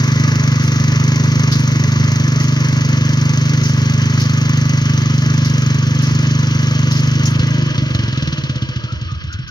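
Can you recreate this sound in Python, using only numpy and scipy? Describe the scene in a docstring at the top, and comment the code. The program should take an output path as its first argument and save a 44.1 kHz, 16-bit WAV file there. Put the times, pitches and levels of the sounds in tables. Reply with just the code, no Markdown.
"""A single-cylinder four-stroke petrol tiller digs dry soil: each firing rings the muffler and clacks the engine.
Coloured noise, pulsed by the firings, gives gear whirr and rattling covers; grains patter and tines scrape stones.
Then the drive is let go, the scrapes lose their showers of soil, and the starved engine stumbles.
Last it coasts in ever slower chuffs with gulps of air, knocks, frame rings and chain groans, still slowing
at the end. A faint outdoor rumble, made of low noise, lies under it all."""
import sys
import numpy as np
from scipy import signal
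from scipy.fft import rfft, irfft, next_fast_len
from scipy.io import wavfile
from scipy.ndimage import map_coordinates

SR = 44100
rng = np.random.default_rng(int(sys.argv[2]) if len(sys.argv) > 2 else 0)


def to_wav(sig):
    """Store sig (one row per channel, or 1-D mono) as 16-bit WAV at the path in sys.argv[1].

    Samples outside -1..1 are clipped; the rate is SR.
    """
    pcm = np.clip(np.atleast_2d(sig), -1, 1) * 32767
    pcm = np.round(pcm).astype(np.int16)
    wavfile.write(sys.argv[1], SR, pcm.T)  # frames by channels


N = 418950  # length in samples


def amp(db):
    """Decibels to gain."""
    return 10 ** (np.asarray(db) / 20)


def unit(x):
    """Scale to rms 1."""
    return x / np.sqrt(np.mean(x ** 2) + 1e-20)


def along(points, hz):
    """Read (frequency, value) points on a log frequency axis."""
    f, v = np.transpose(points)
    return np.interp(np.log(hz + 1), np.log(f + 1), v)


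def curves(rows):
    """Draw one value per sample for each column after the time."""
    s, *cols = np.transpose(rows)
    return [np.interp(np.arange(N) / SR, s, c) for c in cols]


def wobble(rate):
    """A smooth random curve through `rate` random knots a second."""
    knots = rng.standard_normal(int(N * rate / SR) + 4)
    return map_coordinates(knots, [np.arange(N) * rate / SR])


def filtered(x, response):
    """Shape x by a complex response of frequency."""
    m = next_fast_len(N + SR // 2)
    spectrum = rfft(x, m) * response(np.fft.rfftfreq(m, 1 / SR))
    return irfft(spectrum, m)[..., :N]


def add(track, s, sound):
    """Mix a sound into a track at time s."""
    part = track[max(round(s * SR), 0):][:len(sound)]
    part += sound[:len(part)]


def strike(times, sizes, shape):
    """Place one scaled copy of the shape at each time."""
    blows = np.bincount(np.clip(times * SR, 0, N).astype(int), sizes, N + 1)
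    return signal.fftconvolve(blows, shape)[:N]


def burst(rise, decay):
    """An envelope of peak 1 that swells and dies away (times in s)."""
    t = np.arange(SR // 4) / SR
    shape = (1 - np.exp(-(t / rise) ** 2)) * np.exp(-t / decay)
    return shape / shape.max()


# likeness of the left and right noise: hz, correlation
LIKENESS = [(30, 0.37), (70, 0.5), (150, 0.61), (450, 1), (650, 0.76), (1000, 1), (3500, 0.76),
            (4500, 0.73), (7000, 0.67), (10000, 0.2), (15000, .2)]


def noise(colour):
    """Coloured noise of rms 1 at both ports, mixed from mid and side so that it widens by frequency."""
    def response(hz):
        turn = np.arccos(np.clip(along(LIKENESS, hz), -1, 1)) / 2
        return amp(along(colour, hz)) * np.array([np.cos(turn), np.sin(turn)])
    mid, side = filtered(rng.standard_normal((2, N)), response)
    return unit(np.array([mid + side, mid - side]))


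def resonant(modes):
    """The noise colour (Hz, dB) of a set of resonances; each is 6 dB down one width from its centre."""
    hz = np.arange(20, SR // 2, 5)
    power = sum(amp(db) ** 2 / (1 + ((hz - centre) / width) ** 2) ** 2 for centre, width, db in modes)
    return np.transpose([hz, 10 * np.log10(power + 1e-12)])


# engine speed under power: time_s, firings_per_s
ENGINE_SPEED = [(0.0, 24.534), (0.287, 25.352), (0.519, 24.675), (1.389, 25.405), (1.615, 24.59),
                (2.147, 25.183), (2.27, 24.519), (3.23, 24.728), (3.624, 25.166), (3.67, 24.478),
                (4.17, 25.31), (5.16, 24.531), (5.331, 25.513), (5.62, 24.195), (6.252, 25.095),
                (7.193, 24.667), (7.51, 26.74), (7.75, 23.079)]
COAST_S, COAST_RATE = 7.781, 24.44  # start of coasting (s), cycles a second then
FRICTION, BURN_OFF_S = 12.37, 0.09  # cycles a second lost each second, time for the last fuel to burn off (s)


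def speed():
    """Engine cycles a second: driven by fuel, then braked by steady friction as the last fuel burns off."""
    t = np.arange(N) / SR
    since = np.maximum(t - COAST_S, 0)
    braked = since - BURN_OFF_S * (1 - np.exp(-since / BURN_OFF_S))
    return np.where(t < COAST_S, curves(ENGINE_SPEED)[0], COAST_RATE - FRICTION * braked)


def firings(jitter=0.0001):
    """One firing per engine cycle, with a slight timing jitter (s), until the power ends."""
    cycles = 0.1 + np.cumsum(curves(ENGINE_SPEED)[0]) / SR
    times = np.interp(np.arange(int(cycles[-1])), cycles, np.arange(N) / SR)
    times = times[times < ENGINE_SPEED[-1][0] + 0.01]
    return times + jitter * rng.standard_normal(len(times))


RELEASE_S, RELEASE_TAKES_S = 7.25, 0.1  # the drive is let go


def unloaded(t):
    """The load coming off: 0 while the tines dig, 1 once the drive is let go."""
    return np.clip((t - RELEASE_S) / RELEASE_TAKES_S, 0, 1)


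def level(law):
    """A part's level in dB: it changes as the tiller moves off, sheds its load and slows."""
    start_db, away_db, released_db, slowed_db = law
    t, rate = np.arange(N) / SR, speed()
    moving_db = start_db + away_db * t
    return moving_db + released_db * unloaded(t) + slowed_db * np.log2(rate[0] / rate)


# how muffler pitch and knock strength change through the coast: time_s, muffler_pitch_ratio,
# knock_db (before the knock gain)
COAST_TONE = [(7.85, 1, -38), (8.02, .86, -32.5), (8.27, 1.09, -28), (8.55, 0.944, -32), (8.85, 0.9, -35.5),
              (9.4, 0.96, -43.5)]
# heavy lurches, as it stumbles and late in the coast: time_s, chuff_db, muffler_pitch_ratio,
# knock_db (before the knock gain)
HEAVY_LURCHES = [(7.394, -16, .62, -28), (7.779, -19, 0.84, -30), (7.9478, -14.5, 0.83, -29.5),
                 (9.339, -20, .74, -38.5)]
# in the slowest cycles, all but the last, a deep gulp of air follows each chuff
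GULP_BELOW_RATE, GULP_AFTER_S = 12, 0.034  # cycles a second, s
GULP_DB, GULP_PITCH, GULP_KNOCK_DB = -18.5, 0.617, -47  # knock before the knock gain


def strokes(chuff_db=-9.0, halving_db=-6.0, scatter_db=1.3):
    """One chuff a cycle, softer as the engine slows, with gulps and lurches: s, chuff dB, pitch, knock dB."""
    t = np.arange(round(COAST_S * SR), N) / SR
    rate = speed()[-len(t):]
    cycles = np.cumsum(rate) / SR
    times = np.interp(np.arange(int(cycles[-1]) + 1), cycles, t)
    rates = np.interp(times, t, rate)
    s, pitch, knock_db = np.transpose(COAST_TONE)
    db = chuff_db + halving_db * np.log2(COAST_RATE / rates)
    db = db + scatter_db * rng.standard_normal(len(times))
    chuffs = np.column_stack([times, db, np.interp(times, s, pitch), np.interp(times, s, knock_db)])
    slow = times[rates < GULP_BELOW_RATE][:-1]
    gulps = [(s + GULP_AFTER_S, GULP_DB, GULP_PITCH, GULP_KNOCK_DB) for s in slow]
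    return np.vstack([chuffs, gulps, HEAVY_LURCHES])


def muffler(colour, pitch=1, dull_db=0, corner_hz=170, size=8192):
    """The muffler's causal ring after one puff of gas, peak 1, losing dull_db an octave above the corner."""
    hz = np.fft.rfftfreq(size, 1 / SR)
    octaves = np.log2(np.clip(hz / corner_hz, 1, 4))  # the tilt stops two octaves up
    db = along(colour, hz / pitch) - dull_db * octaves
    # folding the cepstrum forward in time gives the minimum-phase ring
    cepstrum = irfft(np.log(amp(db)))
    folded = 2 * cepstrum[:size // 2] * (np.arange(size // 2) > 0)
    ring = -irfft(np.exp(rfft(folded, size)))
    return ring / np.abs(ring).max()


# muffler resonances while firing: hz, relative_db
FIRED_MUFFLER = [(25, -35), (50, -36), (78, -39.5), (99, 6.5), (124, 11), (150, 11.5), (174, -3),
                 (198, -12.5), (225, 2.5), (250, -3), (300, -10.5), (360, -31), (480, -27.5), (800, -50.5)]
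# muffler resonances while coasting and for the unloaded share of the firings: hz, relative_db
COASTING_MUFFLER = [(25, -34), (50, -33), (75, -20), (100, -3.5), (135, 7), (165, -1.5), (198, -14),
                    (228, -5.5), (260, -15), (300, -13), (345, -24.5), (410, -44), (520, -34), (800, -65)]
# firing level (dB), its fall as the tiller moves off and its extra fall once starved of fuel
BOOM_DB, BOOM_DB_PER_S, STARVE_S, STARVE_DB_PER_S = -14, -0.1045, 7.6, -42
# weak chuffs are dull, strong ones bark: dividing level, tilt (dB an octave per dB), limit of the bark (dB)
SOFT_BELOW_DB, DULLING, BRIGHT_RANGE_DB = -13, 1.9, 2.3


def exhaust(times, coasting, scatter_db=0.5, coast_db=0, return_s=0.00766, return_share=0.11,
            light_share=0.25, light_pitch=1.1, heat_pitch=0.015, heat_swing=0.35):
    """Puffs ring the muffler, higher in hotter gas; part changes resonance when the load comes off."""
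    def even(ring):  # equal power for every ring at the usual firing rate
        return ring * np.sqrt(SR * np.median(np.diff(times)) / np.sum(ring ** 2))

    starved = np.maximum(times - STARVE_S, 0)
    size_db = BOOM_DB + BOOM_DB_PER_S * times + STARVE_DB_PER_S * starved
    sizes = amp(size_db + scatter_db * rng.standard_normal(len(times)))
    light = np.clip(light_share, 0, 1) * unloaded(times)
    loaded = sizes * (1 - light)
    heat = np.interp(times * SR, np.arange(N), wobble(3))
    hot = np.clip(0.5 + heat_swing * heat, 0, 1)
    boom = strike(times, loaded * hot, even(muffler(FIRED_MUFFLER, 1 + heat_pitch)))
    boom += strike(times, loaded * (1 - hot), even(muffler(FIRED_MUFFLER, 1 - heat_pitch)))
    boom += strike(times, sizes * light, even(muffler(COASTING_MUFFLER, light_pitch)))
    for s, db, pitch, _ in coasting:
        dull_db = DULLING * max(SOFT_BELOW_DB - db, -BRIGHT_RANGE_DB)
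        chuff = amp(db + coast_db) * muffler(COASTING_MUFFLER, pitch, dull_db)
        add(boom, s, chuff)
        add(boom, s + return_s / pitch, return_share * chuff)  # the wave returns from the pipe's open end
    return boom


# labouring spells in which every piston slap is hard: start_s, end_s, over_usual_slap_db
LABOURING_SPELLS = [(.78, 1.13, 6), (5.6, 5.72, 8), (6.13, 6.17, 7.5)]
# colour of the engine's clack: hz, relative_db_per_hz
CLACK_COLOUR = [(300, -22), (1200, -7), (2200, -12), (3200, -7.5), (4500, -11.5), (6200, 1.5), (8000, -8.5),
                (16000, -9.5)]
# colour of the rattling tin covers: hz, relative_db_per_hz
RATTLE_COLOUR = [(1000, -31.5), (3000, -9), (4000, -9), (5000, -6.5), (6400, -4.5), (7200, -10),
                 (9000, -16), (16000, -13.5)]


def clatter(times, rattle_db, clack_db=6.5, shake_db=0, loose_db=-4.0, scatter_db=1.0, slap_db=1,
            slap_spread_db=5.0):
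    """Each firing gates noise into a clack and a piston slap of varied hardness, and shakes the tin covers."""
    sizes = amp(scatter_db * rng.standard_normal(len(times)))
    snap = burst(rise=0.0004, decay=0.003)
    clack = amp(clack_db) * strike(times + 0.00022, sizes, snap)
    hardness_db = slap_spread_db * np.minimum(rng.standard_normal(len(times)), 2)
    for start, end, db in LABOURING_SPELLS:
        hardness_db[(times > start) & (times < end)] = db
    slap = strike(times, amp(slap_db + hardness_db), burst(rise=0.00026, decay=0.0033))
    shake = strike(times, sizes, burst(rise=0.0058, decay=0.0063))
    loose = amp(loose_db + 1.68 * wobble(350))  # rattle that goes on between firings
    covers = np.hypot(amp(shake_db) * shake, loose)
    metal = np.hypot(clack, slap) * noise(CLACK_COLOUR) + covers * noise(RATTLE_COLOUR)
    return amp(rattle_db) * metal


# colour of the knocking drive: hz, relative_db_per_hz
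KNOCK_COLOUR = [(400, -1.5), (800, -9.5), (1400, 1), (2200, -2.5), (3100, 5.5), (5500, -1.5), (7000, -4.5),
                (10000, -9), (16000, -17)]


def knocks(coasting, gain_db=5):
    """The slack drive knocks in noise bursts as the coasting piston labours over each compression."""
    envelope = np.zeros(N)
    for s, _, _, db in coasting:
        add(envelope, s - 0.002, amp(db + gain_db) * burst(rise=0.0019, decay=0.0097))
    return envelope * noise(KNOCK_COLOUR)


# frame modes: hz, re_chuff_db (before a random spread), t60_s
FRAME_MODES = [(83.3, -10.5, 0.23), (294, -22, 0.078), (327, -19, 0.1), (625, -28, 0.087)]


def frame(coasting, spread_db=2):
    """The lurching engine sets the frame's decaying sine modes ringing from one stroke into the next."""
    out, t = np.zeros(N), np.arange(SR // 4) / SR
    chance = rng.standard_normal((len(coasting), len(FRAME_MODES)))
    for (s, chuff_db, _, _), luck in zip(coasting, chance):
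        for (hz, db, t60), change in zip(FRAME_MODES, luck):
            fade = np.exp(-np.log(1000) * t / t60) * (1 - np.exp(-t / 0.0084))
            gain = amp(chuff_db + db + spread_db * change)
            add(out, s, gain * fade * np.sin(2 * np.pi * hz * t))
    return out


# colour of the fan and belt whirr: hz, relative_db_per_hz
WHIRR_COLOUR = [(100, -14), (300, 3), (420, -7.5), (590, -7), (770, -17), (900, -9.5), (1200, -3),
                (1500, -4.5), (1720, -1.5), (1820, -10.5), (1980, -3), (2500, -6), (3200, -15),
                (5000, -22.5)]
# fan shroud resonances: hz, width_hz, relative_db
SHROUD_MODES = [(417, 25, -2), (880, 20, -6.5), (1031, 24, -1), (1158, 40, 0), (1250, 31, -3),
                (1751, 26, 0), (1974, 84, -2), (2170, 30, -2)]


def gears(times, whirr_db, gain_db=1, shroud_db=-5, surge_db=3.5):
    """Fan and belt noise whirrs unevenly through the shroud, surging with each firing."""
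    surge = strike(times, np.ones(len(times)), burst(rise=0.0012, decay=0.0085))
    uneven_db = 1.3 * wobble(200) + 0.5 * wobble(17)
    level_db = whirr_db + gain_db + surge_db * (surge - 0.5) + uneven_db
    return amp(level_db) * (noise(WHIRR_COLOUR) + amp(shroud_db) * noise(resonant(SHROUD_MODES)))


# turning drive train, before gains and unevenness: time_s, grind_db, drone_db
DRIVE_LEVELS = [(0, -50, -42), (3, -38.5, -37), (4.5, -36.5, -41.5), (7.6, -33, -34), (8.9, -38.5, -42),
                (9.5, -42.5, -60)]
# drive casing resonances: hz, width_hz, relative_db
CASING_MODES = [(1222, 98, -3.5), (1450, 39, -6), (1636, 80, -1), (1995, 180, -8.5), (2350, 110, -9),
                (2564, 38, -2.5), (3040, 420, -3.5), (4140, 230, -10.5), (4670, 120, -10.5),
                (5260, 91, -9.5), (5540, 89, -12), (5780, 74, -14)]
# tine guard resonances: hz, width_hz, relative_db
GUARD_MODES = [(320, 38, 3.5), (502, 18.4, 0), (601, 29, -3), (963, 23, -5)]


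def drive(grind_db=2, drone_db=0, uneven_db=2):
    """Chain and gears grind as noise through their casing's resonances and shake the guard into a drone."""
    grind, drone = curves(DRIVE_LEVELS)
    casing = amp(grind + grind_db + uneven_db * wobble(70)) * noise(resonant(CASING_MODES))
    return casing + amp(drone + drone_db) * noise(resonant(GUARD_MODES))


# groans of the slowing chain: time_s, level_db, pitch_hz
CHAIN_GROANS = [(8.799, -39, 1270), (8.884, -37, 1340), (9.081, -37.5, 1225), (9.29, -33.5, 1475),
                (9.47, -35, 1500)]


def groans(gain_db=0, width_hz=60):
    """The slowing chain groans: each groan is a short swell of noise through one narrow resonance."""
    out, size = np.zeros(N), SR // 4
    for s, db, hz in CHAIN_GROANS:
        colour = amp(along(resonant([(hz, width_hz, 0)]), np.fft.rfftfreq(size, 1 / SR)))
        ring = unit(irfft(rfft(rng.standard_normal(size)) * colour, size))
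        add(out, s, amp(db + gain_db) * burst(rise=0.006, decay=0.07) * ring)
    return out


# tines scraping stones: start_s, level_db (before the slipping), ring_hz, decay_s
STONE_SCRAPES = [(0.605, -28, 5600, 0.046), (1.516, -17, 4830, 0.035), (2.394, -27, 5700, 0.094),
                 (3.63, -20.5, 5850, 0.051), (4.194, -20.5, 5030, 0.045), (5.444, -21, 5100, 0.022),
                 (6.016, -27, 5700, 0.087), (6.913, -20.5, 4840, 0.03), (6.961, -23.5, 5200, 0.036),
                 (7.25, -16.5, 6350, 0.022), (9.323, -29.5, 6000, 0.0089), (9.472, -33.5, 5260, 0.019)]


def tines(gain_db=0, width_hz=950, hiss_db=-8):
    """A tine drags over a stone: a short gritty hiss with a broad steel ring, catching and slipping."""
    out, size = np.zeros((2, N)), SR // 4
    hz = np.fft.rfftfreq(size, 1 / SR)
    for s, db, ring_hz, length in STONE_SCRAPES:
        ring = np.exp(-((hz - ring_hz) / width_hz) ** 2 / 2)
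        colour = ring + amp(hiss_db) * hz ** 2 / (hz ** 2 + 3500 ** 2)
        shared, *own = irfft(rfft(rng.standard_normal((3, size))) * colour, size)
        envelope = amp(db + gain_db) * burst(rise=0.0057, decay=length)
        for port, part in zip(out, own):
            add(port, s, envelope * unit(shared + 1.7 * part))
    return out * amp(-3 * np.abs(wobble(600)))  # the steel catches and slips on the grit


# colour of the pattering soil: hz, relative_db_per_hz
GRIT_COLOUR = [(4000, -35), (7000, -9), (9000, 5.5), (16000, -16)]


def soil(grit_db, shower_db=-31.5, crumb_db=3, count=900):
    """Crumbs of dry earth patter on the guard in noise ticks; each stone dug under load adds a shower."""
    when, hardness = rng.random(count), rng.exponential(size=count)
    crumbs = amp(crumb_db * np.minimum(hardness, 4))  # a few much harder than the rest
    patter = strike(when * N / SR, crumbs, burst(rise=0.0003, decay=0.0044))
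    flow = amp(grit_db)
    for s, *_ in STONE_SCRAPES:
        add(flow, s, amp(shower_db) * (1 - unloaded(s)) * burst(rise=0.006, decay=0.055))
    return flow * unit(patter) * noise(GRIT_COLOUR)


# colour of the outdoor rumble: hz, relative_db_per_hz
RUMBLE_COLOUR = [(15, -32), (30, -21.5), (50, -10.5), (80, 5), (150, -4.5), (300, -23), (1000, -61)]


def rumble():
    """Faint outdoor rumble: low noise whose level drifts."""
    return amp(-34.5 + 1.1 * wobble(5.5)) * noise(RUMBLE_COLOUR)


# lead of the left port over the right: hz, lead_s
LEFT_LEAD = [(300, 0.00021), (1000, 0.00023), (2000, 0.00018), (2700, 0.0002), (3600, 0.00017),
             (4500, 0.00023), (6500, 0.00019), (12000, 0.000204)]


def from_the_left(sound):
    """Sound from the left reaches the left port first: half the lead is a phase advance, half a delay."""
    sides = np.array([[1], [-1]])
    return filtered(sound, lambda hz: np.exp(np.pi * 1j * hz * along(LEFT_LEAD, hz) * sides))


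# part levels, before each part's own gains: start_db, moving_off_db_per_s, drive_let_go_db, per_halved_speed_db
RATTLE_LEVEL = (-27.5, -0.4236, -4.5, -10)
# the same columns for the whirr
WHIRR_LEVEL = (-28, -0.7124, -1.5, -12)
# the same columns for the soil
GRIT_LEVEL = (-45.5, 0, -5, -20)


def scene():
    """The tiller stands off to the left, in a faint outdoor rumble."""
    times, coasting = firings(), strokes()
    engine = exhaust(times, coasting) + clatter(times, level(RATTLE_LEVEL))
    engine = engine + knocks(coasting) + frame(coasting)
    machine = engine + gears(times, level(WHIRR_LEVEL)) + drive() + groans()
    tiller = machine + tines() + soil(level(GRIT_LEVEL))
    return from_the_left(tiller) + rumble()


# colour shared by both microphone ports: hz, level_db
PORT_COLOUR = [(6600, 1), (7200, -11), (8150, -44), (9100, -19.5), (10500, -18), (11300, -11.5),
               (12300, -18.5), (14000, -29.5), (14700, -16), (15400, -7.5), (15900, -37)]
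# balance of the ports: hz, left_minus_right_db
PORT_BALANCE = [(110, -1), (200, 0.2), (380, -0.5), (650, -2), (1290, 2), (2400, 0), (3900, -1), (4800, 0),
                (6200, 2.5), (15000, 2)]
TOP_HZ = 15900  # band limit


def record(dry):
    """The ports share one colour, differ in balance by frequency, and pass nothing above the band limit."""
    def response(hz):
        balance_db = along(PORT_BALANCE, hz) * np.array([[0.5], [-0.5]])
        return amp(along(PORT_COLOUR, hz) + balance_db) * (hz < TOP_HZ)
    return filtered(dry, response)


dry = scene()
out = record(dry)
to_wav(out)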